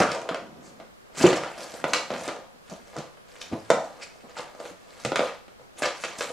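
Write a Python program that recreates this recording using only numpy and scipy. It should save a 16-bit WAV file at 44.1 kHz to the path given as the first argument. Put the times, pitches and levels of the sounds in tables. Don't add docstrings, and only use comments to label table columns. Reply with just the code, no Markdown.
import sys
import numpy as np
from scipy import signal
from scipy.fft import rfft, irfft
from scipy.io import wavfile
from scipy.ndimage import uniform_filter1d

SR = 44100
rng = np.random.default_rng(int(sys.argv[2]) if len(sys.argv) > 2 else 0)


def put_to_file(sound):
    columns = np.atleast_2d(sound).T
    safe = np.clip(columns, -1, 1)
    whole_steps = np.round(safe * 32767)
    wavfile.write(sys.argv[1], SR, whole_steps.astype(np.int16))


def level_to_linear(level):
    exponent = np.asarray(level, float) / 20
    return 10 ** exponent


N = 278712
HIT_LEN = 6000

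# pitch in Hz, level in dB, t60 in seconds.
BOX_MODES = [(337, -5, 0.059), (364, -9, 0.16), (493.6, -0.5, 0.072), (570, 5.5, 0.036), (665, -1, 0.038),
             (787, -7, 0.047), (919, 4, 0.016), (1181, -10, 0.096)]


def evened(x):
    return x / np.sqrt(np.mean(x ** 2) + 1e-20)


def peaked(x):
    return x / abs(x).max()


def read(points, hz):
    f, value = np.transpose(points)
    return np.interp(np.log(hz + 1), np.log(f + 1), value)


def band(x, lo_hz, hi_hz, order=2):
    return signal.sosfilt(signal.butter(order, [lo_hz, hi_hz], "bandpass", fs=SR, output="sos"), x)


def ring(modes):
    t = np.arange(HIT_LEN) / SR
    return peaked(sum(level_to_linear(db - 60 * t / t60) * np.sin(2 * np.pi * hz * t) for hz, db, t60 in modes))


def paired(a, b, same):
    same = np.clip(same, -1, 1)[:, None]
    common = np.sqrt((1 + same) / 2) * a
    apart = np.sqrt((1 - same) / 2) * b
    return np.array([common + apart, common - apart])


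def hiss():
    # frequency in Hz, density in dB per Hz.
    hiss_colour = [(12, -41.5), (20, -7), (119, -8), (225, -2), (289, -11), (382, -5), (415, -3.5),
                   (905, -11.5), (1260, -10), (2400, -18.5), (4540, -23), (5220, -24), (15400, -35)]
    # frequency in Hz, left-right likeness -1 to 1.
    hiss_likeness = [(60, -0.14), (180, -0.93), (550, -0.57), (1650, -0.62), (4970, -0.25), (15000, -0.058)]
    hz = np.fft.rfftfreq(1024, 1 / SR)
    a, b, c, d, patches = rng.standard_normal((N // 256 + 5, 513, 5)).T
    patches = evened(uniform_filter1d(uniform_filter1d(patches, 12, 0), 14, 1))
    z = paired(a + 1j * b, c + 1j * d, read(hiss_likeness, hz))
    z = z * level_to_linear(read(hiss_colour, hz)[:, None] + 0.35 * patches)
    return level_to_linear(-51.5) * evened(signal.istft(z, nperseg=1024, noverlap=768)[1][:, :N])


def grains(per_s, spread_db):
    size = level_to_linear(spread_db * np.minimum(rng.exponential(1, N), 4.2)) * rng.standard_normal(N)
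    return size * (rng.random(N) < per_s / SR)


def patchy(x, patchy_db):
    z = signal.stft(x, nperseg=256)[2]
    patches = rng.standard_normal(z.shape[::-1])
    patches = evened(uniform_filter1d(uniform_filter1d(patches, 5, 0), 9, 1)).T
    return signal.istft(z * level_to_linear(patchy_db * patches), nperseg=256)[1][:N]


def strokes(rows):
    stroke_db = 20
    t, power = np.arange(0, N + 63, 64) / SR, 0
    for s, swell_ms, die_ms, db in rows:
        away = 1000 * np.maximum((s - t) / swell_ms, (t - s) / die_ms)
        power = power + level_to_linear(2 * (db - stroke_db * away))
    return np.interp(np.arange(N) / SR, t, power)


def rustle():
    # frequency in Hz, density in dB per Hz.
    crinkle_colour = [(2400, 6.5), (3600, 4.5), (4700, 6.5), (5800, 4), (7000, 5), (8500, 0), (12000, -16),
                      (15400, -33.5)]
    # peak time in seconds, swell in ms, die-away in ms, peak level in dB.
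    crumples = [(0.664, 190, 240, -57), (1.15, 38, 107, -52), (1.178, 13, 96, -33), (1.228, 51, 18, -24),
                (1.268, 20, 31, -31.5), (1.365, 27, 52, -43), (6.184, 12, 26, -38), (3.418, 14, 47, -42.5),
                (4.03, 36, 30, -48), (1.63, 125, 54, -38), (1.79, 610, 70, -44.5), (1.88, 30, 240, -42),
                (1.95, 100, 800, -59), (2.26, 230, 44, -38), (2.716, 97, 150, -49), (2.9, 140, 350, -54),
                (3.316, 80, 2000, -51.5), (3.506, 430, 68, -67), (3.69, 12, 26, -53.5), (3.85, 60, 53, -48),
                (4.666, 130, 83, -44), (4.95, 360, 204, -54.5), (5.004, 64, 110, -45),
                (5.205, 14.2, 68, -40.5), (5.272, 80, 24, -48), (5.634, 50, 43, -58), (5.79, 30, 71, -40),
                (6.028, 190, 60, -41.5), (6.216, 64, 124, -32)]
    flaps = [(0.0, 10, 64, -19.5), (0.124, 210, 103, -35), (0.45, 40, 190, -56), (1.252, 15, 153, -22.5),
             (1.45, 79, 91, -40), (2.112, 24.6, 250, -40.5), (2.3, 73, 154, -44), (2.985, 57, 86, -41.5),
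             (3.526, 12, 51, -42), (4.032, 26, 23, -35.5), (4.304, 26, 95, -48.5), (4.375, 13, 92, -31),
             (5.244, 16, 123, -33.5), (5.835, 15, 31, -21.5), (5.86, 34, 46, -23.5), (5.95, 20, 150, -43),
             (6.041, 7.7, 146, -32)]
    scrapes = [(0.0, 10, 35, -10), (0.124, 190, 200, -27), (0.28, 140, 41, -32), (0.803, 10, 57, -40),
               (1.156, 100, 200, -48), (1.239, 5.9, 12, -9.5), (1.26, 18, 260, -21), (1.45, 77, 140, -35),
               (1.629, 93, 99, -37.5), (1.74, 300, 270, -47.5), (1.942, 40, 115, -25),
               (2.112, 11, 280, -30.5), (2.282, 16, 124, -27), (2.716, 17, 79, -41.5),
               (2.986, 84, 78, -34.5), (3.44, 270, 22, -44.5), (3.87, 55, 500, -45), (4.0, 190, 250, -49.5),
               (4.304, 120, 170, -47.5), (4.372, 16, 190, -36), (4.93, 85, 92, -57), (4.666, 230, 48, -41),
               (4.974, 410, 89, -50), (5.2, 10, 95, -26), (5.634, 59, 14, -46.5), (5.795, 58, 200, -38),
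               (5.846, 18, 103, -25.5), (5.95, 20, 68, -49), (6.04, 8, 340, -39.5), (6.216, 26, 480, -37)]
    shoves = [(0.0, 10, 67, -12.5), (0.451, 150, 440, -44.5), (0.664, 370, 280, -49), (1.22, 50, 22, -23.5),
              (1.43, 52, 80, -39.5), (3.74, 27, 137, -34), (4.24, 20, 60, -45), (1.85, 320, 820, -44),
              (2.112, 11, 140, -32), (2.716, 43, 116, -41.5), (3.527, 17, 67, -26), (3.691, 11, 26, -47),
              (5.04, 26, 12, -51.5), (5.828, 24.4, 22, -58)]
    # crinkle, box scrape, slap, floor rumble, fine fizz, all in dB.
    stroke_mix = [
        (-2.5, -29, -5.5, -38, -17),
        (-8.5, -32.5, -2.5, -38.5, -41),
        (-43, -2, -25, -14, -61),
        (-42.5, -9.5, -38, -1, -57.5),
    ]

    power = [strokes(rows) for rows in (crumples, flaps, scrapes, shoves)]
    loudness = np.sqrt(level_to_linear(stroke_mix).T ** 2 @ power)
    slips = patchy(grains(per_s=3500, spread_db=3.6), patchy_db=3.5)
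    pushes = grains(per_s=1400, spread_db=3.5)

    crinkle = irfft(rfft(slips) * level_to_linear(read(crinkle_colour, np.fft.rfftfreq(N, 1 / SR))), N)
    damped_box = ring([(hz, db, 0.63 * t60) for hz, db, t60 in BOX_MODES])
    scrape = band(signal.oaconvolve(pushes, damped_box)[:N], 317, 1630)
    slap = band(band(np.roll(slips, SR), 780, 3380), 440, 2500, order=1)
    rumble = band(pushes, 103, 383)
    fizz = band(np.roll(slips, -SR), 7500, 11600)

    layers = [evened(x) for x in (crinkle, scrape, slap, rumble, fizz)]
    trims = level_to_linear([[-5], [-7], [-5], [-6], [-5]])
    return (trims * uniform_filter1d(loudness, 400) * layers).sum(0)


def knock(box_db, box_hz, thud_db, slap_db, crack_db):
    # pitch in Hz, level in dB, t60 in seconds.
    board_modes = [(98.5, -5.5, 0.063), (118, -6.5, 0.042), (155, 9, 0.079), (227.5, -1, 0.25)]
    t, chance = np.arange(HIT_LEN) / SR, rng.standard_normal((4, HIT_LEN))

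    spot = ring([(box_hz, 0, .012), (1.48 * box_hz, -2, .009),
                 (1250, -3, .011), (1750, -7, .009), (2350, -11, .007)])
    near = []
    for (hz, db, t60), detune, uneven in zip(BOX_MODES, chance[2], chance[3]):
        far_db = 10 * abs(np.log2(hz / box_hz))
        near.append((hz * (1 + 0.0083 * detune), db - far_db + 2 * uneven, t60))
    box = spot + level_to_linear(-4) * ring(near)
    box *= 1 - np.exp(-(t / 0.0004) ** 2)
    box = band(box, 0.43 * box_hz, 2700)

    snaps = level_to_linear(-23 - 60 * t / 0.044) * chance[:2]
    snaps[:, 0] = 1
    snaps = np.roll(snaps, 20, axis=1)
    slap = band(band(snaps[0], 700, 3630), 520, 7500, order=1)
    crack = band(band(snaps[1], 3350, 7960), 1000, 9000)
    paper = level_to_linear(slap_db + 9.5) * peaked(slap) + level_to_linear(crack_db + 13.5) * peaked(crack)

    thud = ring(board_modes) * (1 - np.exp(-t / 0.0046))
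    return level_to_linear(box_db - 5.5) * peaked(box) + level_to_linear(thud_db - 5.0) * thud + paper


def snap(db, hz):
    t = np.arange(HIT_LEN) / SR
    chatter = level_to_linear(-8.5 - 60 * t / 0.0079) * rng.standard_normal(HIT_LEN)
    chatter[0] = 1
    return level_to_linear(db - 9) * peaked(band(chatter, hz / 1.6, hz * 1.6))


def rubs():
    # peak time in seconds, length in ms, peak level in dB, pitch in Hz.
    rub_events = [(1.187, 30, -40, 7060), (1.226, 14.5, -32, 4800), (1.228, 19, -36.5, 6800),
                  (1.268, 11, -33, 6600), (1.268, 22, -31, 2790), (1.372, 21, -43, 5200),
                  (1.367, 17, -42, 6760), (1.985, 13, -40, 3700), (1.965, 40, -40, 4860),
                  (1.9, 14, -51, 4350), (4.028, 26, -48, 2450), (4.03, 30, -48, 4900),
                  (4.035, 15, -52, 7300), (3.42, 30, -50, 5470), (0.117, 4.9, -34.5, 4900),
                  (0.03, 60, -27.5, 1350), (0.325, 17, -38.5, 1375), (5.795, 18, -46, 8900),
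                  (5.857, 21, -38, 5170), (5.86, 11, -44, 6600), (6.056, 13, -39, 2840),
                  (6.187, 6.2, -42.5, 8160), (0.664, 79, -63, 7000), (0.668, 75, -66, 4750),
                  (3.79, 90, -37, 662)]
    fuzz = 1.14
    out = np.zeros(N + 8000)
    t = np.arange(-4000, 4000) / SR
    for s, ms, db, hz in rub_events:
        x = evened(band(rng.standard_normal(8000), hz / fuzz, hz * fuzz))
        out[round(s * SR):][:8000] += level_to_linear(db) * x * np.exp(-(2000 * t / ms) ** 2)
    return out[4000:N + 4000]


def paw(box_db, box_hz, floor_db, floor_hz):
    t, t60 = np.arange(HIT_LEN) / SR, 0.067
    box = ring([(box_hz, 0, t60), (1.295 * box_hz, -2, 0.5 * t60), (2.35 * box_hz, -3, 0.13 * t60)])
    box *= 1 - np.exp(-(t / 0.0006) ** 2)
    floor = ring([(floor_hz, 0, 1.73 * t60), (1.4 * floor_hz, -3, t60)])
    floor *= 1 - np.exp(-t / 0.003)
    return level_to_linear(box_db + 0.5) * box + level_to_linear(floor_db + 18.5) * floor


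def room(x):
    # frequency in Hz, t60 in seconds.
    room_decay = [(120, 0.68), (330, 0.28), (870, 0.43), (2300, 0.37), (6000, 0.4), (12000, 0.32)]
    # frequency in Hz, left-right likeness 0 to 1.
    room_likeness = [(100, 0.95), (500, 0.98), (1500, 0.77), (4000, 0.75), (8500, 0.099), (11000, 0.71),
                     (13000, 0.87)]
    # frequency in Hz, level in dB.
    room_colour = [(100, -16.5), (500, -0.5), (2000, -2), (6000, -2), (12000, -3)]
    # delay in seconds, level in dB.
    early_echoes = [(.0019, -5.5), (.0045, -9.5), (0.0115, -9), (0.023, -16), (0.03, -22.5)]
    taps = np.zeros((2, SR))
    at = np.arange(200, SR - 20, 20) + rng.integers(0, 20, (2, (SR - 201) // 20))
    np.put_along_axis(taps, at, rng.choice([-1., 1.], at.shape), 1)

    hz, t, (a, b) = signal.stft(taps, SR, nperseg=256)
    fall_db = 60 * t / read(room_decay, hz)[:, None]
    shape = level_to_linear(read(room_colour, hz)[:, None] - fall_db) * (1 - np.exp(-t / 0.0073))
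    tail = signal.istft(paired(a, b, read(room_likeness, hz)) * shape, SR, nperseg=256)[1]
    tail *= level_to_linear(-1.5) / np.linalg.norm(tail[0])

    tail[:, 0] += 1
    for s, db in early_echoes:
        arrival = round(s * SR * rng.uniform(.9, 1.1)) + rng.integers(0, 4, 2)
        tail[[0, 1], arrival] += level_to_linear(db) * rng.choice([-1, 1])
    return signal.fftconvolve(x[None], tail, axes=1)[:, :N]


def shifting(x):
    turn = 2 * np.pi * 3.1 * np.arange(N) / SR
    return sum(room(x * np.sqrt((1 + np.cos(turn + k * 2 * np.pi / 3)) / 3)) for k in range(3))


def whine():
    whistle = (3.1, 3.26, 10150)
    start, end, hz = whistle
    gate = 1. * (abs(np.arange(N) / SR - (start + end) / 2) < (end - start) / 2)
    tone = evened(band(rng.standard_normal(N), hz - 50, hz + 50))
    return level_to_linear(-79) * tone * uniform_filter1d(gate, 900)


def scene():
    # start in seconds, box peak in dB, box pitch in Hz, paper slap in dB, paper crack in dB.
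    stomps = [(0.116, -20, 566, -29, -40), (0.799, -26.5, 470, -46, -73), (1.84, -6.5, 625, -25.5, -44),
              (1.933, -30, 1192, -14.5, -22), (2.697, -32, 740, -54, -45), (2.964, -19, 680, -48, -43.5),
              (2.984, -37, 417, -51, -40), (3.413, -34, 510, -37, -41), (4.236, -35.5, 490, -75, -73),
              (5.048, -10.5, 478, -26, -29), (5.157, -11.5, 700, -18.5, -30.5), (6.184, -43, 797, -52, -39)]
    swats = [(0.001, -5.5, 565, -24, -32), (0.019, -11.5, 584, -25, -33), (0.215, -26, 487, -41.5, -44),
             (0.289, -13.5, 680, -28, -47), (1.577, -24.5, 636, -51, -47), (2.103, -12.5, 536, -32.5, -56),
             (2.137, -21.5, 760, -32, -54), (2.277, -14.5, 440, -57, -33.5),
             (2.285, -17.5, 467, -29.5, -53), (2.872, -38, 500, -56, -55), (3.171, -41, 670, -53, -73.5),
             (4.999, -36.5, 775, -54, -47), (5.118, -7.5, 520, -29, -60), (5.192, -3.5, 515, -25, -55),
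             (5.48, -35.5, 493, -49, -71), (5.595, -35, 530, -58, -84)]
    flicks = [(0.147, -18, 930, -39, -39), (0.344, -13, 665, -30.5, -45), (1.328, -7.5, 400, -23.5, -42),
              (1.434, -15.5, 800, -34.5, -43), (1.738, -22, 494, -45, -42), (3.701, 1, 615, -21.5, -26.5),
              (4.367, -22, 876, -44, -46.5), (4.548, -30, 504, -57, -57), (4.6, -21.5, 584, -46.5, -47),
              (4.652, -29.5, 520, -42, -55), (4.657, -27, 550, -45, -58), (4.4, -25, 840, -50, -56),
              (3.716, -10.5, 550, -46, -55), (3.693, -34, 600, -53, -55), (5.222, -14.5, 800, -49, -60),
              (5.82, -10, 560, -28.5, -35), (6.037, -21.5, 575, -32, -34.5), (6.207, -16, 514, -24, -38)]
    # start in seconds, box peak in dB, box pitch in Hz, floor peak in dB, floor pitch in Hz.
    paws = [(1.24, 2, 363, -28.5, 182.6), (1.258, -5, 370, -32.5, 150), (2.716, -32, 440, -50, 173),
            (2.975, -23.5, 328, -43, 153), (3.523, -21, 330, -39, 120), (5.049, -28, 345, -38.5, 127),
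            (0.31, -20.5, 314, -48.5, 180), (5.816, -42, 320, -59.5, 150), (4.71, -37, 317, -61, 188),
            (5.6, -51, 286, -65, 130), (1.29, -11.5, 372, -55, 150), (3.702, -20, 300, -40, 165)]
    # start in seconds, peak level in dB, pitch in Hz.
    crease_snaps = [(1.1528, -34.5, 2380), (1.1703, -28.5, 3117), (1.173, -27.5, 4880),
                    (1.1846, -28, 7140), (1.2107, -13, 2150), (1.219, -32, 4770), (1.2297, -11, 2540),
                    (1.2571, -20, 2830), (1.261, -20, 2450), (1.309, -14.5, 1910), (1.3284, -23, 1820),
                    (1.3674, -17, 1508), (1.4354, -15, 1700), (1.4751, -35, 1500), (1.4893, -26, 1770),
                    (0.0195, -15.5, 1590), (0.053, -18.5, 1730), (0.1163, -15, 1510), (0.1334, -31, 2570),
                  (0.1494, -25, 1550), (0.288, -20.5, 2090), (0.3442, -22, 1760), (1.8402, -20, 2520),
                  (1.943, -12, 1900), (2.1036, -33, 2130), (2.9527, -33, 1744), (2.9754, -28, 1680),
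                  (3.4144, -16.5, 2700), (3.716, -18, 1570), (3.9754, -43, 2500), (4.02, -38, 1740),
                  (4.021, -30.5, 2490), (4.2872, -45, 1870), (4.373, -30.5, 1660), (4.399, -29, 1650),
                  (4.5116, -43, 1720), (5.0497, -12.5, 2500), (5.1178, -30, 2720), (5.1654, -23, 1750),
                  (5.1906, -18, 1640), (5.2218, -28, 2220), (5.2593, -23, 2390), (5.7738, -35.5, 2500),
                  (5.7862, -30, 2160), (5.8327, -15, 2245), (5.8444, -18, 2190), (5.856, -20, 1750),
                  (5.883, -24, 1690), (6.0377, -23.5, 2740), (6.053, -18, 2740), (6.2073, -16, 1650)]

    knocks = []
    for rows, thud_db in ((stomps, -12), (swats, -17.5), (flicks, -39)):
        knocks += [(s, db, hz, db + thud_db, slap_db, crack_db) for s, db, hz, slap_db, crack_db in rows]

    spots = np.zeros((4, N + 6100))
    for rows, blow in ((sorted(knocks), knock), (paws, paw), (crease_snaps, snap)):
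        for k, (s, *how) in enumerate(rows):
            spots[k % 4, round((s + .0012) * SR):][:HIT_LEN] += blow(*how)
    blows = sum(room(x[:N]) for x in spots) * level_to_linear([[-.2], [.2]])
    play = blows + shifting(rustle() + rubs())
    return band(play, 140, 21000, order=1) + hiss() + whine()


def band_limit(x):
    return signal.sosfilt(signal.butter(12, 15600, fs=SR, output="sos"), x)


def record(dry):
    soft = 2 * np.tanh(dry / 2)
    mid, side = soft.mean(0), (soft[0] - soft[1]) / 2
    side = 0.57 * side + 0.47 * signal.oaconvolve(side, signal.firwin(63, 11500, fs=SR), "same")
    top_cut = signal.firwin(255, 15700, fs=SR)[None]
    return band_limit(signal.oaconvolve([mid + side, mid - side], top_cut, "same"))


dry = scene()
out = record(dry)
put_to_file(out)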